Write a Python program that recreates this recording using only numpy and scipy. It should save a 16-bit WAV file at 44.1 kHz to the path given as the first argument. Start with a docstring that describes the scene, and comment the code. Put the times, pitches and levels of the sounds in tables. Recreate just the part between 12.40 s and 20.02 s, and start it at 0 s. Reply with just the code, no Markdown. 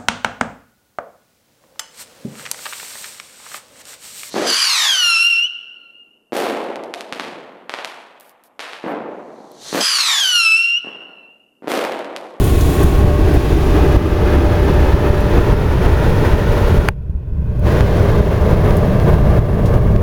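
"""A large blown burner throws a flame across a workshop yard: deep rumble, turbulent roar, hiss, blower hum.
From the first second it spits, flares and thumps; loud thumps duck the camera's gain, which creeps back.
The camera walks round the burner, so the comb filter of the ground reflection slides upward.
At 4.5 s a finger knocks the microphone and covers it, muffling the burner until it slips off at 5.3 s.
Then the camera backs away: the hiss fades, and sharp overload clicks mark many of the thumps."""
import sys
import numpy as np
from scipy.fft import rfft, irfft, next_fast_len
from scipy.io import wavfile
from scipy.ndimage import uniform_filter1d, minimum_filter1d, map_coordinates

SR = 44100
rng = np.random.default_rng(int(sys.argv[2]) if len(sys.argv) > 2 else 0)


def to_wav(s):
    """Save 16-bit WAV."""
    ch = np.atleast_2d(s).T  # columns
    pcm = np.round(np.clip(ch, -1, 1) * 32767)  # PCM
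    wavfile.write(sys.argv[1], SR, pcm.astype(np.int16))


N = 336042


# strength of the fire: t/s, rumble gain/dB, roar gain/dB
FIRE_STRENGTH = [(.35, 1, -2.7), (.6, 2.3, 0.2), (.85, 2.7, -0.7), (1.03, -3.2, -2.8), (1.3, 1, 0.3),
                 (1.48, 0.8, 2), (1.7, 2, 2), (2.7, -0.5, 1), (3.15, 1, 1.2), (3.6, 0.7, 1), (4.4, 1, 2.7),
                 (5.4, -1, -1.7), (6.7, 0, -3.1), (7.6, 2.8, -2.4)]
def flame():
    """Turbulent combustion: the same random puffs modulate the drone, the roar and the air jet."""
    rumble_db, fire_db = curves(FIRE_STRENGTH)
    lag_ms, far, beside = camera_path()
    puffs, sizzle = wobble(rate=70), wobble(rate=870)
    flare_db, thumps = flares()
    surge_db = surges()
    drone_db = 0.588 * fire_db + 0.96 * flare_db + 0.75 * surge_db - 2.56 * far
    roar_db = fire_db + 0.85 * flare_db + surge_db
    fire = thumps + plume_rumble(far, lag_ms) * amp(rumble_db - 10)
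    fire += tube_drone(puffs, far, lag_ms) * amp(drone_db - 12.9)
    fire += eddy_roar(puffs, beside, lag_ms) * amp(roar_db - 20.5)
    return fire + air_jet(puffs, sizzle, 0.5 * (flare_db + surge_db), lag_ms)


# rumble spectra, near and far: f/Hz, level/dB
PLUME_NEAR = [(12, -7), (25, -5), (67, 4.5), (105, -3), (160, -1.8), (205, -7.5), (300, -20), (600, -79)]
PLUME_FAR = [(12, -5.5), (25, -4.5), (60, 0.5), (100, 1.5), (155, -1.5), (205, -2.5), (300, -21.5),
             (600, -81)]
def plume_rumble(far, lag_ms):
    """Unsteady heat release: the whole plume radiates low noise, its swing softly limited."""
    plume = over_ground(blend(PLUME_NEAR, PLUME_FAR, far ** 2), lag_ms, bounce=0.341)
    return unit(np.tanh(plume / 2.1))


# drone spectra, near and far: f/Hz, level/dB
TUBE_NEAR = [(150, -5), (240, 3), (305, 6.3), (405, 4.8), (520, -6.5), (800, -48.5)]
TUBE_FAR = [(150, -13), (205, 4.5), (280, 5.3), (420, 8.5), (530, 0), (680, -1.5), (900, -38.5)]
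def tube_drone(puffs, far, lag_ms):
    """Air-column resonance: the burner tube drones, higher in pitch towards the far side."""
    return over_ground(blend(TUBE_NEAR, TUBE_FAR, far) * amp(1.12 * puffs), lag_ms, bounce=0.33)


# roar spectra, behind the burner and beside the flame: f/Hz, level/dB
EDDIES_BEHIND = [(300, -15), (620, 5.5), (780, 3), (1100, -3.5), (1450, -9), (1900, -11.5), (3500, -28.5),
                 (6000, -48.5)]
EDDIES_BESIDE = [(300, -16), (600, 0.5), (850, 1.5), (1150, -2.5), (1900, -5.5), (2400, -18), (3500, -20),
                 (6000, -47.5)]
def eddy_roar(puffs, beside, lag_ms):
    """Directivity: burning eddies sound brighter from the side than from behind."""
    eddies = blend(EDDIES_BEHIND, EDDIES_BESIDE, beside) * amp(0.834 * puffs)
    return over_ground(eddies, lag_ms, bounce=0.25)


# ends of flares: t/s, thump level/dB, swell/dB
FLARE_ENDS = [(0.446, 3, 4), (.648, 9, -1), (.975, 4.5, 4), (1.131, 5, 1.5), (1.572, 9, 1.5), (1.97, 4, 2),
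              (2.302, 4.5, 3.5), (2.545, 3.5, 2), (2.705, 6.5, -0.5), (2.985, 4.5, 5), (3.128, 8, 3),
              (3.463, 7, 5), (3.937, 4.5, 3), (4.391, 6.5, -2), (5.41, 5, 1), (5.61, 2, 1),
              (5.81, 6.5, -0.5), (6.131, 4.5, 5.5), (6.308, 4, 3), (6.742, 5.5, 4), (6.992, 7, 2.5),
              (7.365, 7, 3), (7.564, 10.5, -3.5)]
def flares(rise_s=0.0564, fall_s=0.0076, thump_s=0.00283):
    """Monopole radiation: a swell (in dB) ends abruptly and sends out one low pressure pulse."""
    t, swell_db, thumps = np.arange(-SR // 3, SR // 3) / SR, np.zeros(N), np.zeros(N)
    swell = np.exp(-(t / np.where(t < 0, rise_s, fall_s)) ** 2)
    u = (t / thump_s) ** 2
    pulse = (1 - u) / (1 + u) ** 2
    for s, thump_db, rise_db in FLARE_ENDS:
        add(swell_db, s + t[0], rise_db * swell)
        add(thumps, s + t[0], -amp(thump_db) * pulse)
    return swell_db, thumps


# surges without a thump: t/s, half length/s, swell/dB
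FUEL_POCKETS = [(0.405, .035, 2), (0.88, 0.042, 2.5), (1.385, 0.044, 4), (1.877, 0.089, 2.5),
                (2.135, .04, 2), (2.4, .04, 0.5), (2.66, 0.0237, 4.5), (3.654, 0.037, 3), (3.846, 0.03, 3),
                (4.136, 0.048, 2), (5.567, 0.029, 1), (5.694, 0.02, 2.5), (5.925, 0.025, 4),
                (6.262, 0.0254, 3.5), (6.688, 0.024, 4), (6.912, 0.035, 3)]
def surges():
    """Amplitude modulation: a Gaussian swell in dB as each larger pocket of fuel burns."""
    return sum(db * np.exp(-((clock() - s) / half) ** 2) for s, half, db in FUEL_POCKETS)


# air jet, loudest near the nozzle: t/s, rush level/dB, hiss level/dB
JET_LEVELS = [(0, -29, -26.7), (.42, -27.6, -27.2), (.65, -28.7, -36.3), (1.3, -27.2, -36.2),
              (2, -28.3, -41.8), (3, -29, -42.9), (4.4, -27.5, -37.8), (5.6, -33.6, -48),
              (6.6, -38.2, -52.3), (7.6, -42, -61.5)]
# rush and hiss spectra: f/Hz, level/dB
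RUSH_SPECTRUM = [(800, -4.5), (1800, 2.5), (2600, 2), (3400, 0), (4500, -4), (6000, -8), (8000, -19)]
HISS_SPECTRUM = [(1500, -19.5), (3500, 6.5), (5000, -7), (7000, 3), (11000, -1.5), (17000, -0.5)]
def air_jet(puffs, sizzle, swell_db, lag_ms):
    """Turbulent mixing: the jet radiates a broadband rush and a flickering hiss."""
    rush_db, hiss_db = curves(JET_LEVELS)
    rush = over_ground(noise(RUSH_SPECTRUM) * amp(0.44 * puffs), lag_ms, bounce=0.082)
    hiss = unit(noise(HISS_SPECTRUM) * amp(0.86 * puffs + 0.65 * sizzle))
    return rush * amp(rush_db + swell_db) + hiss * amp(hiss_db)


# spitting fuel: t/s, level/dB, centre f/Hz, T60/s
FUEL_SPITS = [(0.0421, -27, 11000, .14), (0.209, -25, 6500, .07), (0.4314, -26, 11000, .075),
              (0.9402, -32, 11000, .065), (2.805, -36, 12000, .06), (6.368, -31, 11000, 0.062),
              (7.257, -34, 4500, 0.153)]
def spits(half_band_octaves=0.98):
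    """Exponential decay: each bit of fuel fizzes briefly in its own band of noise."""
    t, out = np.arange(SR // 4) / SR, np.zeros(N)
    hz = np.fft.rfftfreq(len(t), 1 / SR)
    for s, db, centre_hz, t60 in FUEL_SPITS:
        band = 1 / (1 + (np.log2((hz + 1) / centre_hz) / half_band_octaves) ** 2)
        fizz = unit(irfft(rfft(rng.standard_normal(len(t))) * band, len(t)))
        add(out, s, amp(db - 60 * t / t60) * fizz)
    return out


# blower tones: t/s, hum level/dB, overtone level/dB, whine level/dB
BLOWER_LEVELS = [(0, -33, -44.5, -33), (.35, -31, -47.5, -30.5), (.7, -19, -46.5, -29),
                 (1.1, -29, -40.5, -35.5), (1.45, -22.5, -29.5, -37), (2.1, -19.5, -38.5, -37.5),
                 (2.9, -22, -38, -49.5), (3.4, -27, -41, -46), (4.3, -23, -40, -39),
                 (5.9, -27, -39.5, -50.5), (6.6, -27.5, -39.5, -45.5), (7.6, -27, -39, -36)]
def blower(blade_hz=296.3, whine_hz=1089):
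    """Scintillation: blade-passing harmonics and a motor whine flutter as they cross the hot air."""
    hum_db, overtone_db, whine_db = curves(BLOWER_LEVELS)
    speed = 1 + 0.001426 * wobble(rate=7)
    turn = 2 * np.pi * np.cumsum(speed) / SR
    tone = lambda hz: unit(np.sin(hz * turn + 0.25 * wobble(rate=35)) * amp(1.7 * wobble(rate=14)))
    hum = tone(2 * blade_hz) + amp(-9.5) * tone(blade_hz)
    return amp(hum_db) * hum + amp(overtone_db) * tone(4 * blade_hz) + amp(whine_db) * tone(whine_hz)


# sharp overload clicks on loud peaks, mostly at thumps: t/s, level/dB
OVERLOAD_CLICKS = [(3.4616, -5), (5.4083, 0), (5.61, -11.5), (6.1317, -7), (6.3086, -5), (6.6003, -8),
                   (6.7413, -5), (6.9928, -3.5), (7.3414, -8.5), (7.5627, -5)]
def overload_clicks(half_width_s=0.000101):
    """Broadband impulses: one pointed spike at each listed time gives the click of an overload."""
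    t, out = np.arange(SR // 4) / SR, np.zeros(N)
    spike = np.exp(-np.abs(t - t.mean()) / half_width_s)
    for s, db in OVERLOAD_CLICKS:
        add(out, s - t.mean(), amp(db) * spike)
    return out


# modes of the camera case: f/Hz, level/dB, T60/s
CASE_MODES = [(856, -3, 0.0203), (1540, -3.5, 0.0099), (2390, 1.5, 0.0092), (3380, -11.5, 0.0044),
              (4940, -20, 0.0084), (9560, -13.5, 0.0065)]
def knock(at_s=4.4866, slap_s=0.000158, crack_t60=0.011):
    """Impact excitation: the finger's slap and crack set the case ringing in damped modes."""
    t, out = np.arange(SR // 4) / SR, np.zeros(N)
    ring = sum((-1) ** k * amp(db - 60 * t / t60) * np.sin(2 * np.pi * hz * t)
               for k, (hz, db, t60) in enumerate(CASE_MODES))
    crack = amp(-17.5 - 60 * t / crack_t60) * rng.standard_normal(len(t))
    u = t / slap_s - 2
    slap = -amp(14) * u * np.exp(-u ** 2)
    add(out, at_s, slap + crack)
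    add(out, at_s + 2 * slap_s, ring)
    return out


# soft bumps and faint ticks on the case: t/s, level/dB
FINGER_BUMPS = [(4.696, -5.5), (4.751, -4.5), (4.923, -6), (4.994, -6.5), (5.025, -3.5)]
FINGER_TICKS = [(4.6995, -54), (5.194, -42.5)]
def handling(bump_hz=67.3, bump_t60=0.0674, tick_t60=0.04):
    """Structure-borne sound: the case thuds and ticks as the finger shifts and lets go."""
    t, bumps, tick_level = np.arange(SR // 4) / SR, np.zeros(N), np.zeros(N)
    thud = np.sin(2 * np.pi * bump_hz * t) * (1 - np.exp(-t / 0.00061))
    for s, db in FINGER_BUMPS:
        add(bumps, s, amp(db - 60 * t / bump_t60) * thud)
    for s, db in FINGER_TICKS:
        add(tick_level, s, amp(db - 60 * t / tick_t60))
    return bumps + tick_level * rng.standard_normal(N)


# paths past the finger, end rows held before and after: t/s, leak gain/dB, bass gain/dB (capped at 0)
FINGER_SEAL = [(4.486, -4.5, -1.5), (4.498, -20, -2.5), (4.55, -32, -11), (4.85, -31, -12), (5, -26, -4.5),
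               (5.12, -20.5, -5.5), (5.21, -17, -1.5), (5.268, -1.5, 7.5)]
# hollow-sounding peaks in the muffled sound that leaks past: f/Hz, half width/Hz, level/dB
HOLLOW_PEAKS = [(567, 188, -6.5), (1019, 94, -6.5), (1521, 122, -7), (2552, 141, 0), (3270, 126, -17),
                (10810, 4150, -1.5)]
def covered(x, corner_hz=172, floor_db=-12):
    """Low-pass transmission: bass crosses the finger; the rest leaks past, faint and hollow."""
    leak_db, bass_db = np.minimum(curves(FINGER_SEAL), 0)
    bass = filtered(x, lambda hz: 1 / (1 + (hz / corner_hz) ** 3))
    peaks = lambda f: sum(amp(db) / (1 + ((f - hz) / width) ** 2) for hz, width, db in HOLLOW_PEAKS)
    hollow = filtered(x - bass, lambda f: amp(floor_db) + peaks(f))
    leak = amp(leak_db)
    return amp(bass_db) * bass + leak * (leak * (x - bass) + (1 - leak) * hollow)


# the camera's walk: t/s, reflection lag/ms, far share (0-1), beside share (0-1)
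WALK = [(0, 2.762, 0.15, 0.29), (1.4, 2.449, 0.05, 0.6), (3, 2.234, 0.67, 0.94), (4.4, 2.106, 0.98, 0.93),
        (5.4, 1.912, 0.97, 0.52), (7.6, 1.781, 1, 0.08)]
def camera_path():
    """Moving receiver: position sets the reflection's lag and the blend of spectra."""
    lag_ms, *shares = curves(WALK)
    far, beside = np.clip(shares, 0, 1)
    return lag_ms, far, beside


def over_ground(x, lag_ms, bounce):
    """Interference: direct sound and its reflection off the concrete form a moving comb; rms 1."""
    late = np.interp(clock() - lag_ms / 1000, clock(), x)
    return unit(x + bounce * late)


def gain_control(x, ceiling_db, release_s):
    """Compression: a millisecond peak over the ceiling cuts the gain at once; it recovers slowly."""
    level = np.abs(uniform_filter1d(np.abs(x), size=SR // 700))
    needed_db = np.minimum(ceiling_db - 20 * np.log10(level + 1e-9), 0)
    fade = np.exp(-clock() / release_s)
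    held_db = np.minimum.accumulate(minimum_filter1d(needed_db, size=SR // 200) / fade) * fade
    return x * amp(uniform_filter1d(held_db, size=SR // 200))


def amp(db):
    """Decibels to amplitude ratio."""
    return 10 ** (np.asarray(db) / 20)


def unit(x):
    """Normalisation to rms 1."""
    return x / np.sqrt(np.mean(x ** 2) + 1e-20)


def clock():
    """Sample times in seconds."""
    return np.arange(N) / SR


def curves(rows):
    """Linear interpolation in time of each column after the first."""
    s, *cols = np.transpose(rows)
    return [np.interp(clock(), s, c) for c in cols]


def wobble(rate):
    """Spline interpolation of random knots, rate of them a second."""
    return map_coordinates(rng.standard_normal(int(N * rate / SR) + 4), [clock() * rate])


def filtered(x, response):
    """Linear filtering: the spectrum of x times a frequency response."""
    m = next_fast_len(N + SR // 2)
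    return irfft(rfft(x, m) * response(np.fft.rfftfreq(m, 1 / SR)), m)[:N]


def noise(spectrum):
    """Spectral shaping of white noise by (f/Hz, level/dB) points; rms 1."""
    f, db = np.transpose(spectrum)
    colour = lambda hz: amp(np.interp(np.log(hz + 1), np.log(f), db))
    return unit(filtered(rng.standard_normal(N), colour))


def blend(first, second, share):
    """Incoherent addition: noises of two spectra crossfade at constant power."""
    return np.sqrt(1 - share) * noise(first) + np.sqrt(share) * noise(second)


def add(track, s, sound):
    """Superposition of a short sound at time s."""
    part = track[round(s * SR):][:len(sound)]
    part += sound[:len(part)]


def scene():
    """Superposition at the microphone; the finger muffles only flame and blower."""
    burner = covered(flame() + blower())
    return (burner + spits() + overload_clicks() + knock() + handling())[None]


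def record(dry, notch_hz=7900, half_width_hz=300, top_hz=17300):
    """The camera's signal chain: treble notch, gain control, soft saturation and band limit."""
    x = filtered(dry[0], lambda hz: 1 - 0.64 / (1 + ((hz - notch_hz) / half_width_hz) ** 2))
    x = gain_control(x, ceiling_db=1.1, release_s=0.287)
    x = x / (1 + np.abs(x) ** 8) ** (1 / 8)
    return filtered(x, lambda hz: hz < top_hz)[None]


dry = scene()
out = record(dry)
to_wav(out)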